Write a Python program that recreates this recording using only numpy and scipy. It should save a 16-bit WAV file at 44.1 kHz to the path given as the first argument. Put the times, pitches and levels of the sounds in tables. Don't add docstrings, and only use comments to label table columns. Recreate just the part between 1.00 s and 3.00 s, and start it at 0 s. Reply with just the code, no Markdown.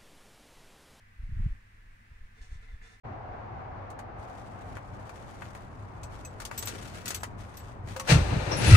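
import sys
import numpy as np
from scipy import signal
from scipy.fft import rfft, irfft
from scipy.io import wavfile

SR = 44100
rng = np.random.default_rng(int(sys.argv[2]) if len(sys.argv) > 2 else 0)


def digitize_waveform(pressure):
    field = np.atleast_2d(pressure).T
    bounded = np.clip(field, -1, 1)
    quanta = np.round(bounded * 32767).astype(np.int16)
    wavfile.write(sys.argv[1], SR, quanta)


N = 88200

# frequency in Hz, relative level in dB.
HISS_SPECTRUM = [(60, 9.5), (150, -0.5), (230, 0), (300, -8.5), (400, -8.5), (600, -11.5), (800, -7),
                 (1050, -4.5), (1400, -4.5), (1780, 1.5), (2100, -2), (2600, -6), (3100, -13.5),
                 (4500, -18.5), (7000, -23), (9500, -23.5), (11000, -29.5), (15500, -29.5)]
# frequency in Hz, correlation from 0 to 1.
HISS_CORRELATION = [(100, 1), (250, 1), (400, 0), (700, 0.94), (1100, 0.53), (1700, 0.14), (3000, 0),
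                    (8000, 0)]
# frequency in Hz, level in dB.
MAINS_HUM = [(100, -64), (200, -84.5)]
# frequency in Hz, level in dB.
APPLIANCE_WHINES = [(1315, -89.5), (1576, -79), (1717, -84), (2018, -79.5), (2271, -88), (10240, -96.5)]
# time in seconds, level in dB.
FLUTTER_LEVELS = [(0, -69), (.14, -57.5), (.21, -37.5), (.27, -40.5), (.33, -34), (.44, -29), (.52, -38.5),
                  (.6, -55.5), (.72, -60.5), (.85, -51), (1.03, -56.5), (1.23, -45.5), (1.33, -55.5),
                  (1.57, -45.5), (1.67, -55), (1.76, -43), (1.86, -55.5), (2, -62.5)]
# frequency in Hz, relative level in dB.
FLUTTER_SPECTRUM = [(10, 2.5), (25, 9.5), (50, 0), (90, -11.5), (150, -36), (250, -40), (400, -76),
                    (800, -90)]
# centre in seconds, peak in dB, pitch in Hz.
MIC_BUMPS = [(0.202, -33.5, 36.4), (0.238, -35.5, 52), (0.295, -36, 91), (.326, -27.5, 61),
             (0.372, -27, 59.4), (0.398, -28, 83), (.408, -31, 84), (0.465, -19.5, 77.8), (0.518, -31, 26),
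             (1.119, -42.5, 59.4), (1.194, -44, 31.6), (1.42, -36.5, 33.6), (1.528, -32, 39.5),
             (1.558, -39, 62.4), (1.628, -46.5, 52.4), (1.744, -35.5, 36)]
# time in seconds, level in dB.
RUSH_LEVELS = [(0, -82), (.17, -93), (.23, -59.5), (.28, -64), (.35, -58), (.44, -54), (.51, -57),
               (.58, -68), (.7, -104)]
# frequency in Hz, relative level in dB.
RUSH_SPECTRUM = [(200, 16), (500, -9), (1200, -1.5), (1850, 7), (3200, -8.5), (5000, -16.5), (9000, -19),
                 (11000, -26), (16000, -28)]
# start, attack, hold and release in seconds,
# grain hiss in dB, drive to the hood in dB.
PAW_STROKES = [(1.088, 0.022, 0.13, .05, -84, -71), (1.34, 0.02, 0.033, .02, -68.5, -67.5),
               (1.401, 0.016, 0.031, 0.029, -62, -62), (1.484, 0.017, 0.039, .035, -65.5, -63),
               (1.576, .005, .012, 0.0092, -80, -62.5), (1.607, .008, 0.019, 0.046, -71.5, -63.5),
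               (1.67, 0.0083, 0.054, 0.042, -76.5, -64), (1.816, 0.0087, 0.035, 0.057, -63.5, -59),
               (1.874, 0.023, 0.033, 0.022, -63, -61.5)]
# frequency in Hz, relative level in dB.
GRAIN_SPECTRUM = [(150, -2), (400, 1.5), (1000, 1), (2500, 1), (3700, 1.5), (4600, -0.5), (5700, 2),
                  (7500, -3), (9600, -5.5), (11000, -20), (16000, -29)]
# frequency in Hz, width in Hz, relative level in dB.
HOOD_MODES = [(217, 88, -0.5), (454, 23, 3.5), (532, 27, -13), (770, 200, -9), (1000, 89, -6.5),
              (1390, 180, -3.5), (1765, 126, 5), (1976, 66, 2.5), (2100, 270, -16), (3490, 280, -6)]
# start in seconds, drive to the hood in dB.
WALL_TICKS = [(1.383, -56), (1.408, -56), (1.586, -57.5), (1.626, -52), (1.684, -48), (1.814, -45.5),
              (1.846, -48)]

TIME, FREQS = np.arange(N) / SR, np.fft.rfftfreq(N, 1 / SR)


def undb(db):
    return 10 ** (np.asarray(db) / 20)


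def unit(x):
    return x / np.sqrt(np.mean(x ** 2))


def envelope(rows):
    return undb(np.interp(TIME, *np.array(rows).T))


def colour(x, spectrum):
    hz, db = np.array(spectrum).T
    gain = undb(np.interp(np.log(np.maximum(FREQS, 1)), np.log(hz), db))
    return irfft(rfft(x) * unit(gain), N)


def resonance(hz, width):
    f = np.maximum(FREQS, 1)
    return 1 / (1 + 1j * (f * f - hz * hz) / (f * width))


def wander(per_s):
    return np.interp(TIME * per_s, np.arange(N), rng.standard_normal(N))


def at_microphone(x, lead_s=0.0004606):
    half_lead = np.array([[1], [-1]]) * np.pi * FREQS * lead_s
    return irfft(rfft(x) * np.exp(1j * half_lead), N)


def background_hiss(level_db=-61):
    alike = np.interp(FREQS, *np.array(HISS_CORRELATION).T)
    shared, separate = rfft(rng.standard_normal(N)), rfft(rng.standard_normal((2, N)))
    noise = irfft(np.sqrt(alike) * shared + np.sqrt(1 - alike) * separate, N)
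    return undb(level_db) * colour(noise, HISS_SPECTRUM)


def electrical_hum(tones, waver_rad):
    return sum(undb(db) * np.sqrt(2) * np.sin(2 * np.pi * hz * TIME + waver_rad * wander(per_s=12))
               for hz, db in tones)


def mic_flutter(upper_db=-16):
    strength = envelope(FLUTTER_LEVELS)
    low = unit(colour(rng.standard_normal(N), FLUTTER_SPECTRUM))
    upper = unit(irfft(rfft(rng.standard_normal(N)) * resonance(hz=122, width=105) ** 3, N))
    return strength * (low + upper * undb(upper_db) * strength / strength.max())


def mic_bumps():
    bumps = np.zeros(N)
    for centre, db, hz in MIC_BUMPS:
        phase = 2 * np.pi * hz * (TIME - centre)
        bumps -= undb(db) * phase * np.exp((1 - phase ** 2) / 2)
    return bumps


def rush():
    return envelope(RUSH_LEVELS) * colour(rng.standard_normal((2, N)), RUSH_SPECTRUM)


def grain_collisions(per_s=4000, spread_db=4.5, catch_db=2, catches_per_s=70):
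    hits = rng.random(N) < per_s / SR
    size = undb(spread_db * np.minimum(rng.exponential(size=N), 4))
    polarity = np.sign(rng.standard_normal(N))
    return unit(hits * size * polarity * undb(catch_db * wander(catches_per_s)))


def paw_strokes():
    hiss_power, drive_power = np.zeros((2, N))
    for start, attack, hold, release, hiss_db, drive_db in PAW_STROKES:
        age = TIME - start
        effort = np.clip(age / attack, 0, 1) * np.exp(-np.maximum(age - attack - hold, 0) / release)
        hiss_power += (effort * undb(hiss_db)) ** 2
        drive_power += (effort * undb(drive_db)) ** 2
    hiss = colour(grain_collisions() * np.sqrt(hiss_power), GRAIN_SPECTRUM)
    return hiss, grain_collisions() * np.sqrt(drive_power)


def hood_ring(drive, dull_hz=3870):
    response = sum(undb(db) * resonance(hz, width) for hz, width, db in HOOD_MODES)
    response /= 1 + (FREQS / dull_hz) ** 4
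    return irfft(rfft(drive) * response / np.sqrt(np.mean(abs(response) ** 2)), N)


def across_room(x, t60_s=0.19, tail_db=3.5):
    t = TIME[:N // 4]
    tail = rng.standard_normal((2, len(t))) * np.exp(-np.log(1000) * t / t60_s) * (t > .003)
    tail /= np.sqrt(np.sum(tail ** 2, axis=1, keepdims=True))
    reverb = signal.fftconvolve(x[None], tail, axes=1)[:, :N]
    return (at_microphone(x) + undb(tail_db) * reverb) / np.hypot(1, undb(tail_db))


def wall_ticks(decay_s=0.0041):
    bursts = sum(undb(db) * (TIME >= start) * np.exp(-abs(TIME - start) / decay_s)
                 for start, db in WALL_TICKS)
    return bursts * rng.standard_normal(N)


def scene():
    hum = electrical_hum(MAINS_HUM, waver_rad=0.17)
    whines = electrical_hum(APPLIANCE_WHINES, waver_rad=0.95)
    background = at_microphone(background_hiss() + hum + whines)
    rumble = at_microphone(mic_flutter() + mic_bumps(), lead_s=0.00073)
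    grain_hiss, hood_drive = paw_strokes()
    litter_box = grain_hiss + hood_ring(hood_drive + wall_ticks())
    return background + rumble + rush() + across_room(litter_box)


def record(dry):
    return signal.sosfilt(signal.ellip(10, .2, 70, 15650, fs=SR, output="sos"), dry)


dry = scene()
out = record(dry)
digitize_waveform(out)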